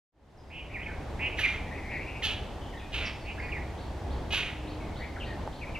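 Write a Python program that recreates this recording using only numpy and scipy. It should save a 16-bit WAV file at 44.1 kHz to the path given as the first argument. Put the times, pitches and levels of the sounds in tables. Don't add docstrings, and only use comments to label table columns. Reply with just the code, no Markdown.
import sys
import numpy as np
from scipy import signal
from scipy.fft import rfft, irfft, next_fast_len
from scipy.io import wavfile

SR = 44100
rng = np.random.default_rng(int(sys.argv[2]) if len(sys.argv) > 2 else 0)


def transcribe(u):
    v = np.clip(np.atleast_2d(u).T, -1, 1)
    q = np.round(v * 32767).astype(np.int16)
    wavfile.write(sys.argv[1], SR, q)


N = 255339
TIME = np.arange(N) / SR

# t/s, length/s, f/Hz, level/dB, bird
BUZZ_NOTES = [(.502, 0.12, 2700, -37, "near"), (0.692, 0.051, 2400, -45.5, "far"),
              (0.768, 0.067, 2294, -41, "near"), (1.193, 0.1, 2556, -31.5, "near"),
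              (1.825, 0.071, 2154, -46.5, "far"), (1.883, 0.055, 2384, -41.5, "far"),
              (1.915, 0.067, 2233, -37.5, "far"), (1.984, 0.06, 2487, -45.5, "far"),
              (2.056, 0.049, 2614, -42.5, "far"), (2.139, 0.048, 2596, -44.5, "far"),
              (3.251, 0.076, 2597, -42, "near"), (3.397, 0.073, 2250, -43, "near"),
              (3.472, 0.034, 2260, -45, "near"), (4.992, 0.074, 2104, -44, "far")]
# t/s, length/s, middle f/Hz, glide/octaves, level/dB, bird
SQUEAK_NOTES = [(0.74, 0.036, 2250, -0.52, -32.5, "near"), (.82, 0.027, 2990, 0.17, -45.5, "near"),
                (0.861, 0.015, 2354, -0.29, -33, "near"), (0.876, .045, 1608, -0.32, -43, "near"),
                (1.384, 0.013, 1958, -0.45, -29.5, "near"), (1.43, 0.029, 2316, -0.19, -23.5, "near"),
                (1.457, 0.011, 2132, -.1, -24.5, "near"), (1.666, 0.032, 1914, 0.165, -51, "far"),
                (1.711, 0.026, 1930, 0.13, -43, "far"), (1.739, 0.04, 2514, .15, -49, "far"),
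                (1.775, 0.022, 2133, -0.15, -43, "far"), (2.221, .008, 2010, -0.22, -35.5, "near"),
                (3.379, 0.013, 1680, 0.25, -41.5, "near"), (3.397, 0.012, 2117, -.15, -37.5, "near"),
                (3.519, 0.02, 2480, -0.46, -36, "near"), (3.53, 0.056, 2090, -0.46, -39, "near"),
                (5.159, 0.019, 1666, -.8, -43, "far"), (5.2, 0.038, 2766, -0.456, -42.5, "far"),
                (5.261, 0.079, 1840, -0.1, -48, "far"), (5.614, 0.034, 2330, -0.33, -42, "far"),
                (5.653, 0.037, 2320, -0.092, -49, "far"), (5.749, 0.023, 2440, -0.53, -38.5, "far")]


def from_db(db):
    return 10 ** (np.asarray(db) / 20)


def rms_one(x):
    return x / np.sqrt(np.mean(x ** 2) + 1e-20)


def at_hz(points, hz):
    freq, value = np.transpose(points)
    return np.interp(np.log(np.maximum(hz, 1)), np.log(freq), value)


def wobble(per_s, t):
    knots = rng.standard_normal(1024)
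    return np.interp((t - t[0]) * per_s, np.arange(len(knots)), knots)


def rumble_and_leaves(level_db, sway_db, side_db):
    # f/Hz, relative level/dB
    bed_eq = [(13, -20), (22, -3), (70, 2), (182, -11), (298, -10.5), (450, -14), (845, -14.5), (1280, -25),
              (1980, -28), (2150, -29.5), (2330, -31.5), (3430, -33.5), (5170, -39.5), (8020, -46),
              (15500, -59)]
    # f/Hz, side over mid/dB
    bed_width = [(60, -49), (110, -18), (200, -11), (380, -7), (700, -15.5), (1290, -8), (2380, -5),
                 (4400, -5), (8120, -2), (15000, 6.5)]
    size = next_fast_len(N)
    hz = np.fft.rfftfreq(size, 1 / SR)
    colour = from_db(at_hz(bed_eq, hz)) * (hz > 18)
    mid_bins, side_bins = rfft(rng.standard_normal((2, size))) * colour
    mid = irfft(mid_bins, size)[:N]
    side = irfft(side_bins * from_db(at_hz(bed_width, hz) + side_db), size)[:N]
    bed = from_db(level_db) * (mid + side * [[1], [-1]]) / np.std(mid)
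    rumble = signal.sosfilt(signal.butter(1, 2900, fs=SR, output="sos"), bed)
    return bed + (from_db(sway_db * wobble(7, TIME)) - 1) * rumble


def note_span(start, length, edge_s=.003):
    at = np.flatnonzero((TIME > start - edge_s) & (TIME < start + length + edge_s))
    t = TIME[at]
    gate = np.sin(np.pi / 2 * np.clip(np.minimum(t - t[0], t[-1] - t) / edge_s, 0, 1)) ** 2
    return at, gate, np.clip(t - start, 0, length)


def whistles(notes, trill_hz, swing_hz, throb, jitter, overtone_db):
    out = np.zeros(N)
    for at, gate, hz, db in notes:
        t = TIME[at]
        trill = 2 * np.pi * np.cumsum(trill_hz * (1 + .07 * wobble(90, t))) / SR
        pitch_hz = hz * (1 + jitter * wobble(487, t)) + swing_hz * np.sin(trill)
        phase = 2 * np.pi * np.cumsum(pitch_hz) / SR
        tone = np.sin(phase) + from_db(overtone_db) * np.sin(2 * phase)
        out[at] += rms_one(tone * (1 + throb * np.cos(trill))) * gate * from_db(db)
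    return out


def place(x, bearing, ear_db=1.5, lag_samples=.94):
    size = next_fast_len(N + 64)
    spectrum, w = rfft(x, size), 2 * np.pi * np.fft.rfftfreq(size)
    return np.array([from_db(side * ear_db) * irfft(spectrum * np.exp(1j * w * side * lag_samples), size)
                     for side in (-bearing, bearing)])[:, :N]


def scatter(x, t60, build_s, per_s, dull_hz):
    t = np.arange(SR) / SR
    echoes = rng.standard_normal(SR) * (rng.random(SR) < per_s / SR)
    echoes *= (1 - np.exp(-t / build_s)) * from_db(-60 * t / t60)
    dull = signal.sosfilt(signal.butter(1, dull_hz, fs=SR, output="sos"), x)
    return signal.fftconvolve(dull, echoes / np.sqrt(np.sum(echoes ** 2) + 1e-20))[:N]


def among_trees(x, bearing, early_db, wash_db):
    early = sum(place(scatter(x, t60=.38, build_s=.0022, per_s=1800, dull_hz=8900), side)
                for side in (bearing, bearing / 2))
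    wash = sum(place(scatter(x, t60=.88, build_s=.024, per_s=4100, dull_hz=3660), side)
               for side in (-.5, .5))
    return place(x, bearing) + from_db(early_db) * early + from_db(wash_db) * wash


def small_birds():
    # t/s, f/Hz, level/dB
    peeps = [(.375, 4960, -59), (2.615, 3010, -55), (2.664, 2940, -59.5), (2.729, 1844, -51.5),
             (2.775, 3370, -56.5), (2.799, 2420, -53), (3.21, 4470, -60.5), (3.4, 4440, -60),
             (4.668, 2524, -57.5), (4.805, 2150, -53)]
    # t/s, length/s, middle f/Hz, glide/octaves, level/dB
    high_notes = [(3.054, 0.0285, 4880, -0.17, -44)]
    # t/s, level/dB
    chips = [(3.775, -57), (4.1, -56.5), (4.669, -55), (4.957, -53), (5.237, -53.5), (5.527, -56)]
    thin = whistles([chip(*row) for row in chips] + [peep(*row) for row in peeps],
                    trill_hz=232, swing_hz=13, throb=.05, jitter=.024, overtone_db=-32)
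    high = whistles([slur(*row) for row in high_notes],
                    trill_hz=403, swing_hz=500, throb=.49, jitter=.066, overtone_db=-28)
    return (among_trees(thin, bearing=-.5, early_db=-1, wash_db=1)
            + among_trees(high, bearing=0, early_db=-5, wash_db=-9))


def peep(start, hz, db, drop_octaves=.254, drop_s=.00386, fade_db_per_s=78):
    at, gate, t = note_span(start, length=.026)
    return at, gate, hz * 2 ** (drop_octaves * np.exp(-t / drop_s)), db - fade_db_per_s * t


def sung_by(bird, table, shape):
    return [shape(*row[:-1]) for row in table if row[-1] == bird]


def near_bird():
    harsh = screeches(jitter=.0881, rasp=.73, shimmer=.51)
    buzzes = whistles(sung_by("near", BUZZ_NOTES, buzz),
                      trill_hz=237.5, swing_hz=327, throb=.37, jitter=.023, overtone_db=-37)
    squeaks = whistles(sung_by("near", SQUEAK_NOTES, slur),
                       trill_hz=235, swing_hz=89, throb=.28, jitter=.039, overtone_db=-39)
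    return among_trees(harsh + buzzes + squeaks, bearing=1, early_db=-6.5, wash_db=-13)


def buzz(start, length, hz, db, scoop_octaves=.3, scoop_s=.01484, swell_db=10):
    attack_share, release_share = .42, .18
    at, gate, t = note_span(start, length)
    held = np.minimum(np.minimum(t / attack_share, (length - t) / release_share) / length, 1)
    return at, gate, hz * 2 ** (-scoop_octaves * np.exp(-t / scoop_s)), db - swell_db * (1 - held)


def far_bird():
    buzzes = whistles(sung_by("far", BUZZ_NOTES, buzz),
                      trill_hz=195.4, swing_hz=207, throb=.32, jitter=.0343, overtone_db=-27)
    squeaks = whistles(sung_by("far", SQUEAK_NOTES, slur),
                       trill_hz=240, swing_hz=100, throb=.4, jitter=.035, overtone_db=-34)
    return among_trees(buzzes + squeaks, bearing=-.8, early_db=-4.5, wash_db=-12)


def slur(start, length, hz, octaves, db, swell_db=7.5):
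    at, gate, t = note_span(start, length)
    along = t / length - .5
    return at, gate, hz * 2 ** (octaves * along), db - swell_db * (2 * along) ** 2


def resonance(x, hz, width_hz):
    turn = np.exp(2j * np.pi * np.cumsum(hz * np.ones(len(x))) / SR)
    r = np.exp(-np.pi * width_hz / SR)
    return 2 * np.real(turn * signal.lfilter([(1 - r) ** 2], [1, -2 * r, r * r], x / turn))


def screech(start, length, db, fade_db_per_s, throat_hz, rough):
    attack_s, swell_db, slacken_s = .032, 15, .05
    tight_hz, slack_hz, scoop_hz = 430.2, 310, 35.2
    sink_hz_per_s, rougher_per_s = 3400, 4.75
    at, gate, t = note_span(start, length)
    onset = np.maximum(1 - t / attack_s, 0) ** 2
    late = np.maximum(t - attack_s, 0)
    tension = np.exp(-(late / slacken_s) ** 1.5)
    pulse_hz = slack_hz + (tight_hz - slack_hz) * tension - scoop_hz * onset
    level = db - swell_db * onset - fade_db_per_s * late
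    roughness = np.minimum(rough + rougher_per_s * late, 1)
    return at, gate, pulse_hz, level, throat_hz - sink_hz_per_s * late, roughness


def screeches(jitter, rasp, shimmer):
    # t/s, length/s, level/dB, fade/(dB/s), throat f/Hz, opening roughness/0-1, beak trim/dB
    calls = [(1.369, 0.2, -33, 66, 2730, 0.24, 7), (2.223, 0.12, -28.5, 150, 3000, 0.35, 1.5),
             (2.922, .175, -33.5, 50, 2726, .36, 0.5), (4.307, .2, -28, 96, 2795, 0.38, 4)]
    # multiple of throat f, width/Hz, level/dB
    throat_formants = [(.66, 547, -9.5), (1.02, 1180, 5.5), (1.32, 500, -8.5)]
    # f/Hz, width/Hz, level/dB
    beak_formants = [(5850, 650, -14.5), (10800, 1300, -17)]
    out = np.zeros(N)
    for *row, beak_db in calls:
        at, gate, pulse_hz, db, throat_hz, rough = screech(*row)
        t = TIME[at]
        unsteady = jitter * rough * (wobble(600, t) + wobble(120.06, t))
        phase = 2 * np.pi * np.cumsum(pulse_hz * (1 + unsteady)) / SR
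        pulses = rms_one(sum(np.cos(k * phase) for k in range(2, 32)))
        breath = rms_one(rng.standard_normal(len(at)) * (1 + np.cos(phase)))
        source = (pulses + rasp * rough * breath) / np.hypot(1, rasp * rough)
        source *= 1 + shimmer * np.tanh(wobble(285.4, t))
        throat = sum(from_db(level) * resonance(source, ratio * throat_hz, width)
                     for ratio, width, level in throat_formants)
        beak = sum(from_db(level) * resonance(source, hz, width) for hz, width, level in beak_formants)
        effort = from_db(beak_db) * (throat_hz / 2950) ** 4
        out[at] += rms_one(throat + effort * beak) * gate * from_db(db)
    return out


def chip(start, db, start_hz=3000, top_hz=4940, rise_s=.022, fade_db_per_s=176):
    at, gate, t = note_span(start, length=.04)
    return at, gate, top_hz - (top_hz - start_hz) * np.exp(-t / rise_s), db - fade_db_per_s * t


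def wood_taps():
    # t/s, strike level/dB
    hits = [(4.271, -47), (4.335, -30), (5.4759, -28.5)]
    # f/Hz, level/dB, t60/s
    modes = [(630, -13, 0.014), (866, 6, 0.014), (1310, -24, 0.011)]
    clicks, t = np.zeros(N), np.arange(SR // 10) / SR
    for start, db in hits:
        clicks[round(start * SR)] = from_db(db)
    ring = sum(from_db(db - 60 * t / t60) * np.sin(2 * np.pi * hz * t) for hz, db, t60 in modes)
    return place(signal.fftconvolve(clicks, ring)[:N], bearing=.1)


def distant_hum():
    # t/s, length/s, f/Hz, glide/octaves, level/dB
    swells = [(4.52, .4, 305, 0, -47)]
    tone = whistles([slur(*row) for row in swells],
                    trill_hz=10.3, swing_hz=3.8, throb=.17, jitter=.039, overtone_db=-28)
    return place(tone, bearing=0)


def scene():
    events = near_bird() + far_bird() + small_birds() + wood_taps() + distant_hum()
    return events + rumble_and_leaves(level_db=-37.5, sway_db=1.46, side_db=-.7)


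def record(dry):
    start_s, full_s, cutoff_hz = .12, 1.15, 15700
    fade = np.clip((TIME - start_s) / (full_s - start_s), 0, 1) ** 1.05
    return signal.sosfilt(signal.ellip(10, .1, 80, cutoff_hz, fs=SR, output="sos"), dry * fade)


dry = scene()
out = record(dry)
transcribe(out)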